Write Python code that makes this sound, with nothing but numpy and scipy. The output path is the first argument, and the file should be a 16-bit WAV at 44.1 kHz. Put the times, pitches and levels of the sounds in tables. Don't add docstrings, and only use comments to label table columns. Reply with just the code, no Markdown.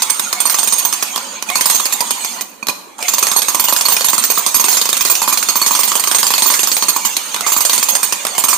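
import sys
import numpy as np
from scipy import signal
from scipy.fft import rfft, irfft, next_fast_len
from scipy.io import wavfile
from scipy.ndimage import uniform_filter1d

SR = 44100
rng = np.random.default_rng(int(sys.argv[2]) if len(sys.argv) > 2 else 0)


def wav_out(sig):
    wavfile.write(sys.argv[1], SR, np.round(np.clip(np.atleast_2d(sig).T, -1, 1) * 32767).astype(np.int16))


N = 377937


def amp(db):
    return 10 ** (np.asarray(db) / 20)


def evened(x):
    return x / np.sqrt(np.mean(x ** 2) + 1e-20)


def read(points, hz):
    f, value = np.transpose(points)
    return np.interp(np.log(hz + 1), np.log(f + 1), value)


def add(mix, s, sound):
    part = mix[:, max(round(s * SR), 0):][:, :sound.shape[1]]
    part += sound[:, :part.shape[1]]


# [f/Hz, likeness/1]
LIKENESS = [(60, 0.13), (180, 0.8), (550, 0.52), (1650, 0.096), (4970, 0.45), (15000, 0.019)]


def hiss(colour_db, patchy_db, size):
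    hop = size // 4
    frames = N // hop + 5
    hz = np.fft.rfftfreq(size, 1 / SR)[:, None]
    a, b, c, d, patches = rng.standard_normal((frames, len(hz), 5)).T
    patches = uniform_filter1d(patches, size=5, axis=0)
    patches = evened(uniform_filter1d(patches, size=7, axis=1))
    same = np.clip(read(LIKENESS, hz), -1, 1)
    left = a + 1j * b
    right = same * left + np.sqrt(1 - same ** 2) * (c + 1j * d)
    level_db = colour_db(hz, np.arange(frames) * hop / SR) + patchy_db * patches
    z = np.array([left, right]) * amp(level_db)
    return signal.istft(z, nperseg=size, noverlap=size - hop)[1][:, :N]


HIT_T = np.arange(5000) / SR


def reseating_db(free_s):
    drop_db = -11 / (1 + np.exp(-(HIT_T - free_s) / 0.001))
    return drop_db - 265 * np.maximum(HIT_T - free_s, 0)


TICK_DB, TICK_S = -4, 0.00049


def crack_envelope(crack_db, top_db, dull_db, reseat_db):
    t = HIT_T
    burst = np.exp(-(t / 0.0032) ** 2) * np.minimum(t / 0.0012, 1)
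    tick = amp(TICK_DB) * np.exp(-((t - 0.001) / TICK_S) ** 2)
    tail = amp(-6) * np.exp(-t / 0.0099)
    clatter = amp(top_db - 9 + dull_db + reseat_db) * (1 - np.exp(-t / 0.0012))
    return (amp(crack_db) * (burst + tick + tail) + clatter)[None]


MODE_HZ = [2455, 4260, 4400, 6310, 6480, 7235, 8606, 8720, 10300, 11260, 11380, 14250, 14845]
# [level/dB, free t60/s]
MODES = [(9, 0.053), (-15.5, 0.1), (7, 0.097), (-3.5, 0.19), (1, 0.074), (-4.5, 0.72), (-6, 0.24),
         (5, 0.052), (-42, 0.078), (-8.5, 0.081), (-5, 0.46), (-2.5, 0.39), (-2, 0.44)]
MODE_FAMILY = [0, 1, 1, 2, 2, 3, 4, 4, 5, 5, 5, 6, 6]
FAMILY_LEVEL_DB = [-19.5, -16.5, -7, -8.5, -8, -8, -9.5]
FAVOUR_OCTAVES, SCATTER_DB = 0.051, 3.5
NEXT_DB = -2.5
WEAK_DULL = 0.54


def chisel_ring(top_db, top_hz, next_hz, dull_db_per_octave, reseat_db):
    t, mode_hz = HIT_T, np.c_[MODE_HZ]
    mode_db, mode_t60 = np.transpose(MODES)[:, :, None]
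    detune, rattle_rate, rattle_phase = rng.standard_normal((3, len(mode_hz), 1))
    first, second = (np.exp(-(np.log2(mode_hz / hz) / FAVOUR_OCTAVES) ** 2) for hz in (top_hz, next_hz))
    tilt = dull_db_per_octave + WEAK_DULL * min(top_db + 16, 0)
    tilt_db = tilt * np.log2(np.maximum(mode_hz, 4000) / 4000)
    families_db = np.c_[FAMILY_LEVEL_DB]
    families_db = families_db + SCATTER_DB * rng.standard_normal(families_db.shape)
    others_db = families_db[MODE_FAMILY] + tilt_db
    favoured_db = top_db + (1 - first) * (second * NEXT_DB + (1 - second) * others_db)
    rattle_db = 4.7 * np.sin(2 * np.pi * (71 * np.exp(0.33 * rattle_rate) * t + rattle_phase))
    level_db = favoured_db + mode_db + reseat_db + rattle_db - 60 * t / mode_t60
    turn = 2 * np.pi * mode_hz * (1 + 0.00323 * detune) * t
    rise = 1 - np.exp(-t / 0.0028)
    sides = []
    for lean_db in (-2.85, 2.85):
        strength, phase = rng.standard_normal((2, len(mode_hz), 1))
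        ring = amp(level_db + 2.43 * strength + lean_db) * np.sin(turn + 2 * np.pi * phase)
        sides.append(ring.sum(0) * rise)
    return np.array(sides)


THUD_HZ, THUD_S = 1049, 0.00328


def block_thud(thud_db):
    shape = np.sin(np.pi * np.minimum(HIT_T / THUD_S, 1)) ** 0.15
    hz = THUD_HZ * (1 + 0.066 * rng.standard_normal())
    return amp(thud_db) * shape[None] * np.sin(2 * np.pi * hz * HIT_T)


# [delay t/s, level/dB]
THUD_ECHOES = [(.0065, -16), (.012, -10.5), (.016, -14), (0.022, -11), (.027, -17), (0.033, -14),
               (.04, -17.5)]


def near_echoes(thuds):
    paths = np.zeros((1, 2000))
    for delay_s, db in [(0.0012, 0)] + THUD_ECHOES:
        add(paths, delay_s, amp([[db]]))
    return signal.oaconvolve(thuds, paths)[:, :N]


# [f/Hz, level/dB, t60/s]
GROUND_MODES = [(228, -2, 0.1), (311, 2, 0.02), (586, -15, 0.33)]
THUMP_FOLLOWS, THUMP_SCATTER_DB = 0.24, 3
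WEAK_THUMP = 0.41


def ground_thump(share_db, thud_db, top_db):
    hz, mode_db, t60 = np.transpose(GROUND_MODES)[:, :, None]
    thump_db = share_db + THUMP_FOLLOWS * (thud_db + 10) + WEAK_THUMP * min(top_db + 11.5, 0)
    thump_db += THUMP_SCATTER_DB * rng.standard_normal()
    turn = 2 * np.pi * hz * (1 + 0.0195 * rng.standard_normal(hz.shape)) * HIT_T
    thump = amp(thump_db + mode_db - 60 * HIT_T / t60) * np.sin(turn)
    return thump.sum(0) * np.ones((2, 1))


# [f/Hz, level/dB per Hz]
CRACK_COLOUR = [(150, -31), (400, -7), (1500, -4), (3000, -3), (5000, 0), (7000, -3), (10000, -6),
                (13000, -6.5), (14600, -7), (15500, -9)]
# [t/s, crack level/dB, thud level/dB, ring level/dB, loudest f/Hz, next loudest f/Hz, reseat delay/s]
BLOWS_AND_CLICK = [(0.0214, -13.0, -12, -10.0, 8650, 6500, 0.017),
                   (0.0989, -28, -14.5, -5.5, 8650, 6390, 0.013),
                   (0.196, -10, -16.5, -14, 8650, 6350, 0.0096),
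                   (0.3286, -10, -12, -14, 8650, 6390, 0.0074), (0.403, -16, -17, -9.5, 8650, 15100, 0.023),
                   (0.4542, -38, -7, -10, 8650, 6300, 0.029), (0.4978, -15, -23, -12.0, 14845, 8650, 0.039),
                   (0.544, -17, -12.5, -10.5, 6390, 7235, 0.015),
                   (0.5868, -16, -16, -11.5, 8650, 6340, 0.016), (0.631, -17, -19, -13, 8650, 14845, 0.021),
                   (0.6744, -14.0, -21, -12.0, 8650, 6390, 0.019),
                   (0.7243, -22, -11.5, -7.5, 8650, 6460, 0.022),
                   (0.783, -27, -33, -10.0, 8650, 6300, 0.022), (0.851, -17, -11, -10, 14250, 14845, 0.01),
                   (0.9272, -11.5, -13.5, -12.5, 8650, 6340, 0.022),
                   (1.026, -12, -14.5, -13, 8650, 11320, 0.011),
                   (1.1607, -11.5, -13.5, -25, 6390, 8650, 0.014),
                   (1.1773, -20, -14, -27, 6390, 4370, 0.015), (1.4253, -14.0, -19, -30, 2455, 6390, 0.023),
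                   (1.4887, -27.0, -31.0, -22.0, 2455, 6390, 0.0092),
                   (1.5006, -14.5, -30, -20, 6390, 2455, 0.0065),
                   (1.556, -13, -11.5, -12, 11320, 4400, 0.036),
                   (1.6102, -8.5, -16, -12, 6390, 11320, 0.015),
                   (1.6578, -15, -8.5, -8, 8650, 14250, 0.017), (1.7, -6, -10.5, -11, 8650, 6390, 0.035),
                   (1.7465, -22, -17, -10.0, 7235, 6390, 0.024),
                   (1.785, -35, -34.0, -23, 6390, 7235, 0.014),
                   (1.799, -27, -11, -13.5, 7235, 14400, 0.012), (1.856, -11, -24, -12, 7235, 8650, 0.014),
                   (1.925, -13.5, -18.0, -12.5, 11320, 7235, 0.019),
                   (2.0064, -9, -13, -13.5, 8650, 6390, 0.012),
                   (2.108, -10.0, -39, -14.5, 8650, 11400, 0.013),
                   (2.2478, -12.5, -26, -22.0, 6390, 7235, 0.011),
                   (2.31, -39, -44, -33.0, 7235, 6500, 0.11), (2.4104, -17, -55, -20, 6390, 7235, 0.017),
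                   (2.983, -35, -42, -35, 8650, 7150, 0.008), (2.9903, -29, -23, -51, 6390, 8650, 0.018),
                   (3.0053, -33.0, -37, -30, 2455, 6360, 0.021), (3.027, -14, -37, -25, 6390, 8650, 0.014),
                   (3.0832, -10.5, -18.0, -10.5, 6390, 7235, 0.019),
                   (3.1373, -10, -12, -10.5, 6390, 14170, 0.017),
                   (3.1832, -9, -16, -12, 14845, 6390, 0.017),
                   (3.2272, -10, -7.5, -7.5, 11320, 6430, 0.016),
                   (3.2693, -10, -16, -14.5, 6390, 7235, 0.024),
                   (3.3159, -10.5, -13.5, -16.5, 7235, 8650, 0.025),
                   (3.3619, -30, -7.5, -8.5, 8650, 4400, 0.038),
                   (3.4198, -12, -24, -15, 8650, 11320, 0.018),
                   (3.4839, -14.0, -9.5, -11.0, 6390, 8690, 0.023),
                   (3.5464, -13.0, -8, -11, 6390, 14250, 0.014),
                   (3.5973, -9.5, -13.0, -10, 14250, 15000, 0.018),
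                   (3.641, -17, -14, -11, 14250, 6300, 0.021), (3.685, -10, -8.5, -13, 14250, 6400, 0.03),
                   (3.725, -16.0, -7.5, -10.5, 11320, 14250, 0.016),
                   (3.7642, -7.5, -20, -16.5, 14250, 7235, 0.036), (3.811, -6, -28, -15, 6390, 7235, 0.016),
                   (3.854, -20, -10, -6.5, 4330, 11320, 0.017),
                   (3.8849, -12, -8.5, -12.5, 8650, 14250, 0.042),
                   (3.9216, -16, -13, -10, 14250, 14845, 0.027), (3.9669, -9, -20, -17, 7235, 2455, 0.034),
                   (4.0092, -12, -20, -18, 7235, 4400, 0.023), (4.0449, -12, -14, -12.5, 11320, 7235, 0.03),
                   (4.0852, -13.0, -12.5, -11.0, 14250, 14845, 0.023),
                   (4.132, -14, -7.5, -11.5, 7235, 8650, 0.024),
                   (4.1805, -10, -12.5, -11.5, 8650, 6390, 0.026),
                   (4.224, -32, -35, -20, 6390, 7235, 0.019), (4.2393, -10.5, -37, -10, 14250, 7235, 0.019),
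                   (4.3014, -16, -14.0, -9, 6390, 14700, 0.026),
                   (4.353, -36, -33.0, -18.5, 6390, 8650, 0.026),
                   (4.375, -28, -7.5, -11.5, 14845, 14400, 0.028),
                   (4.4641, -7, -10.5, -14, 8650, 6390, 0.031), (4.5444, -17, -9, -6, 11320, 8550, 0.031),
                   (4.5975, -21, -11.5, -8.5, 6390, 11400, 0.024),
                   (4.642, -9.5, -11.5, -14, 8650, 14845, 0.028),
                   (4.6839, -15, -13.0, -10, 14845, 7235, 0.049),
                   (4.728, -19, -18, -12.5, 7235, 6390, 0.061),
                   (4.7708, -11.0, -14.5, -12.5, 6390, 7235, 0.032),
                   (4.8146, -7, -16, -14.0, 7235, 6390, 0.017),
                   (4.8562, -11, -17.0, -20, 6390, 7200, 0.016),
                   (4.8913, -11.5, -18.0, -14.5, 7235, 6430, 0.019),
                   (4.9297, -8, -17.0, -15, 7235, 8400, 0.021),
                   (4.9691, -13.0, -33, -13, 6390, 7235, 0.013),
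                   (5.009, -12, -12.5, -13, 14845, 6350, 0.02),
                   (5.0514, -9.5, -13.0, -11, 14845, 6450, 0.039), (5.099, -20, -9, -8, 7235, 14845, 0.031),
                   (5.1537, -11, -26.0, -16.5, 7235, 6390, 0.033),
                   (5.218, -10.5, -6, -13.5, 7235, 11150, 0.029),
                   (5.2774, -19.0, -5, -10.5, 11320, 7235, 0.034),
                   (5.3258, -17, -8.5, -8.5, 7235, 14845, 0.02),
                   (5.3746, -10.5, -22, -14.5, 7235, 8650, 0.026),
                   (5.428, -10.5, -21, -15.5, 6390, 7235, 0.015),
                   (5.4874, -11.0, -9, -10, 6390, 4360, 0.025), (5.5565, -19, -8, -10, 14845, 14100, 0.025),
                   (5.6163, -17, -8, -11.5, 4330, 7235, 0.022), (5.663, -12, -12, -7.5, 6390, 8650, 0.03),
                   (5.7089, -26, -5.5, -11, 14845, 7235, 0.04),
                   (5.7509, -13.0, -9.5, -12, 6390, 8650, 0.039),
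                   (5.7914, -27, -8.5, -8.5, 7235, 8800, 0.025),
                   (5.834, -12, -14, -12.5, 14250, 14845, 0.03),
                   (5.878, -15, -15, -15.0, 7235, 8650, 0.029),
                   (5.9176, -11, -7.5, -17.5, 6390, 7235, 0.018),
                   (5.9544, -10, -11, -11.5, 7235, 6500, 0.027),
                   (5.997, -14, -18.0, -14, 7235, 8650, 0.015),
                   (6.0388, -15.0, -12.0, -13, 6390, 14880, 0.0084),
                   (6.074, -10, -11.5, -14, 6390, 14845, 0.015),
                   (6.1142, -5.5, -13, -17.5, 8650, 6440, 0.024),
                   (6.1477, -12, -9.5, -7, 6390, 8700, 0.027), (6.185, -14, -28, -12.5, 7235, 6390, 0.033),
                   (6.2304, -7, -8, -18, 7235, 8680, 0.056), (6.2676, -11, -26.0, -13.5, 6390, 7235, 0.029),
                   (6.305, -14, -8.5, -13, 11320, 6390, 0.024),
                   (6.338, -6.5, -12.5, -16, 4330, 14250, 0.038),
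                   (6.3808, -7, -17.0, -13, 8650, 7235, 0.033),
                   (6.422, -7, -13.0, -10.5, 8650, 4330, 0.035),
                   (6.4595, -26, -7.5, -10.5, 14845, 7235, 0.04),
                   (6.5019, -12, -7.5, -9.5, 8650, 14100, 0.052),
                   (6.5398, -13, -20.0, -13, 7235, 6440, 0.042),
                   (6.5927, -12, -18.0, -14.5, 7235, 8650, 0.03),
                   (6.6323, -10, -17.0, -12.0, 7235, 6390, 0.021),
                   (6.6733, -9.5, -15.0, -15, 7235, 14845, 0.026),
                   (6.717, -10.0, -22.0, -14, 6390, 14250, 0.023),
                   (6.7677, -8, -28, -16, 14845, 14250, 0.031), (6.8243, -12, -8, -12, 6390, 4330, 0.02),
                   (6.8845, -20, -9, -6.5, 4330, 8600, 0.025),
                   (6.9628, -16, -7.5, -10.5, 7235, 14250, 0.011),
                   (7.0504, -16.0, -12.5, -11, 6390, 7235, 0.026),
                   (7.1674, -7.5, -20.0, -15, 6390, 7235, 0.0079),
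                   (7.3441, -13.5, -14.5, -17, 7235, 8650, 0.008),
                   (7.3632, -20, -17, -35, 2455, 6400, 0.048), (7.409, -11, -31, -29, 6390, 4330, 0.009),
                   (7.4518, -33, -41, -32.0, 7235, 2455, 0.015), (7.465, -19, -7, -10.5, 7235, 6390, 0.045),
                   (7.5196, -25, -10, -9, 7235, 14220, 0.027), (7.5643, -21, -8, -11, 14250, 7300, 0.027),
                   (7.6069, -13, -14.5, -13, 7235, 8650, 0.023),
                   (7.6514, -5.5, -24, -12, 7235, 6390, 0.023), (7.6965, -6, -13, -14.5, 4330, 7235, 0.056),
                   (7.7326, -9.0, -16, -10.5, 8650, 6390, 0.035),
                   (7.7795, -8, -18.0, -16, 7235, 6390, 0.023),
                   (7.8287, -10.0, -20.0, -11.5, 7235, 6390, 0.018),
                   (7.887, -18, -12, -8, 6390, 11400, 0.027), (7.9528, -7.5, -13, -10.5, 6390, 8650, 0.02),
                   (8.031, -17, -13.5, -11.5, 7235, 8650, 0.026),
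                   (8.1248, -7.5, -13.5, -15, 7235, 6390, 0.015),
                   (8.2515, -10.5, -15.0, -27, 7235, 8550, 0.009),
                   (8.2683, -12, -20, -31.0, 7235, 6390, 0.015),
                   (8.3516, -22, -31.0, -25, 6390, 7235, 0.031),
                   (8.3809, -13, -10.5, -10.5, 8650, 7235, 0.032),
                   (8.4391, -9, -7.5, -10.5, 8650, 6390, 0.02), (8.4853, -15, -9, -8.5, 7235, 8650, 0.041),
                   (8.5298, -22, -5.5, -11.5, 7235, 8700, 0.021)]
KNOCK_LIST = [(2.6275, -57, -21.0, -22.5, 2455, 4320, 0.011), (2.67, -14.5, -33, -30, 6390, 7235, 0.018),
              (2.6857, -10, -14, -18, 4300, 6390, 0.0083), (2.6926, -31, -14.5, -13.5, 2455, 6500, 0.014)]
THUMP_DB, KNOCK_THUMP_DB = -33.5, -19.5
KNOCK_DULL_DB = -2.5


def hammering():
    out, thuds, envelope = np.zeros((2, N)), np.zeros((1, N)), np.zeros((1, N))
    crack = evened(hiss(lambda hz, t: read(CRACK_COLOUR, hz) + 0 * t, patchy_db=4, size=512))
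    hits = [(row, THUMP_DB, 0) for row in BLOWS_AND_CLICK]
    hits += [(row, KNOCK_THUMP_DB, KNOCK_DULL_DB) for row in KNOCK_LIST]
    for row, share_db, dull_db in hits:
        s, crack_db, thud_db, top_db, top_hz, next_hz, free_s = row
        start = s - 0.001
        reseat_db = reseating_db(free_s)
        add(envelope, start, crack_envelope(crack_db, top_db, dull_db, reseat_db))
        add(out, start, chisel_ring(top_db, top_hz, next_hz, dull_db, reseat_db))
        add(thuds, start, block_thud(thud_db))
        add(out, start, ground_thump(share_db, thud_db, top_db))
    return out + crack * envelope + near_echoes(thuds)


# [f/Hz, level/dB per Hz]
ROAR_COLOUR = [(100, -36), (220, -6.5), (600, -10.5), (1500, -2.5), (3500, 3), (5500, -5), (6600, 2),
               (8900, -4), (10000, -13.5), (13300, -10), (14600, -8), (15800, -19)]
# [f/Hz, width/Hz, level/dB]
CASING = [(220, 26, 13), (568.3, 21, 17.5), (946, 420, 15)]
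# [t/s, speed/turns per s]
CRANK_SPEED = [(0, 11.3), (.33, 9.5), (.36, 7), (.6, 18.6), (.9, 13), (1.25, 5.6), (1.46, 1.3), (1.49, 8.6),
               (1.7, 20), (1.95, 11), (2.28, 11.3), (2.45, 0.56), (2.98, 0.55), (3.0, 2.8), (3.06, 12),
               (3.2, 16.3), (3.45, 13.6), (3.8, 15), (4.45, 14.3), (4.8, 13.4), (5.5, 14.5), (5.8, 17),
               (6.4, 16.2), (6.7, 14.4), (7.1, 12.3), (7.4, 8.9), (7.62, 16), (8.1, 11.4), (8.33, 8.2),
               (8.57, 18)]
ROAR_DB, QUIET_BELOW = -21.5, 4.14
DULL_DB, BRIGHTEN_DB = -1.5, 0.3033


def motor():
    s, speed = np.transpose(CRANK_SPEED)

    def colour_db(hz, t):
        singing = sum(amp(db + FAMILY_LEVEL_DB[k] + 7) / (1 + ((hz - f) / 135) ** 2)
                      for f, (db, t60), k in zip(MODE_HZ, MODES, MODE_FAMILY))
        casing = sum(amp(db) / (1 + (2 * (hz - f) / width) ** 2) for f, width, db in CASING)
        peaks_db = 20 * np.log10(1 + singing + casing)
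        tilt_db = DULL_DB + BRIGHTEN_DB * np.interp(t, s, speed)
        return read(ROAR_COLOUR, hz) + peaks_db + tilt_db * np.log2(np.maximum(hz, 800) / 2000)

    now = np.interp(np.arange(N) / SR, s, speed)
    roar = evened(hiss(colour_db, patchy_db=5.5, size=1024))
    return roar * amp(ROAR_DB) * now / np.hypot(now, QUIET_BELOW)


# [t/s, length/s, f/Hz at 70 % of length, level/dB]
GEAR_WHINES = [(0.329, 0.083, 2220, -28.5), (1.473, 0.089, 2170, -19.5), (3.006, 0.081, 2186, -23),
               (7.403, 0.06, 2133, -22), (8.317, 0.068, 2224, -27.5)]
WHINE_RISE = 0.08


def gears():
    out = np.zeros((2, N))
    for s, length_s, hz, db in GEAR_WHINES:
        t = np.arange(0, length_s, 1 / SR)
        noises = rng.standard_normal((2, 8000))
        drift, grind = (evened(uniform_filter1d(v, size=180))[:len(t)] for v in noises)
        pitch_hz = hz * (1 + 0.03 * drift + WHINE_RISE * (t / length_s - 0.7))
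        turn = 2 * np.pi * np.cumsum(pitch_hz) / SR
        upper = np.sin(turn) * np.sin(np.pi * (t / length_s) ** 2.5)
        lower = amp(-8) * np.sin(turn / 3) * np.sin(np.pi * t / length_s)
        add(out, s, amp(db + 4 * grind) * (upper + lower) * np.ones((2, 1)))
    return out


# [f/Hz, t60/s]
YARD_T60 = [(200, 0.89), (900, 1), (2500, 0.5), (6000, 0.58), (12000, 0.6)]


def yard(x):
    taps = np.zeros((2, SR))
    at = np.arange(300, SR - 20, 20) + rng.integers(0, 20, (2, (SR - 301) // 20))
    np.put_along_axis(taps, at, rng.choice([-1., 1.], at.shape), 1)
    hz, t, z = signal.stft(taps, SR, nperseg=256)
    decay = amp(-60 * t / read(YARD_T60, hz)[:, None])
    tail = signal.istft(z * decay, SR, nperseg=256)[1]
    return signal.fftconvolve(x, tail / np.linalg.norm(tail[0]), axes=1)[:, :N]


# [f/Hz, level/dB per Hz]
AIR_COLOUR = [(100, -9), (200, -3), (330, 4), (600, -4), (2000, -17), (6400, -44), (10000, -17),
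              (15000, -38)]
AIR_DB = -47


def street_air():
    noise = hiss(lambda hz, t: read(AIR_COLOUR, hz) + 0 * t, patchy_db=1, size=1024)
    return amp(AIR_DB) * evened(noise)


def scene():
    tool = hammering() + motor() + gears()
    return tool + amp([[-7], [-11]]) * yard(tool) + street_air()


# [f/Hz, level/dB]
LEFT_LEAN = [(130, -1), (500, -4), (1000, -2.5), (2400, -0.5), (4500, 1), (8000, -6), (11000, -8.5),
             (15000, -2.5)]
WIND_HZ, WIND_DB = 110, -71
COUPLING_HZ, EDGE_HZ = 61.4, 15350


def record(dry):
    size = next_fast_len(N)
    lean_db = read(LEFT_LEAN, np.fft.rfftfreq(size, 1 / SR))
    gains = amp([lean_db / 2 - 2.5, -lean_db / 2 + 0.5])
    heard = irfft(rfft(dry, size) * gains, size)[:, :N]
    heard = signal.sosfilt(signal.butter(5, 170, "high", fs=SR, output="sos"), heard)
    clipped = heard / (1 + abs(heard / 0.88) ** 5) ** (1 / 5)
    clipped = signal.lfilter(*signal.butter(1, COUPLING_HZ, "high", fs=SR), clipped)
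    wind = signal.lfilter(*signal.butter(2, WIND_HZ, fs=SR), rng.standard_normal((2, N)))
    mixed = clipped + amp(WIND_DB) * evened(wind)
    edge = signal.firwin(151, EDGE_HZ, window=("kaiser", 8), fs=SR)
    return np.clip(signal.oaconvolve(mixed, edge[None], "same"), -1, 1)


dry = scene()
out = record(dry)
wav_out(out)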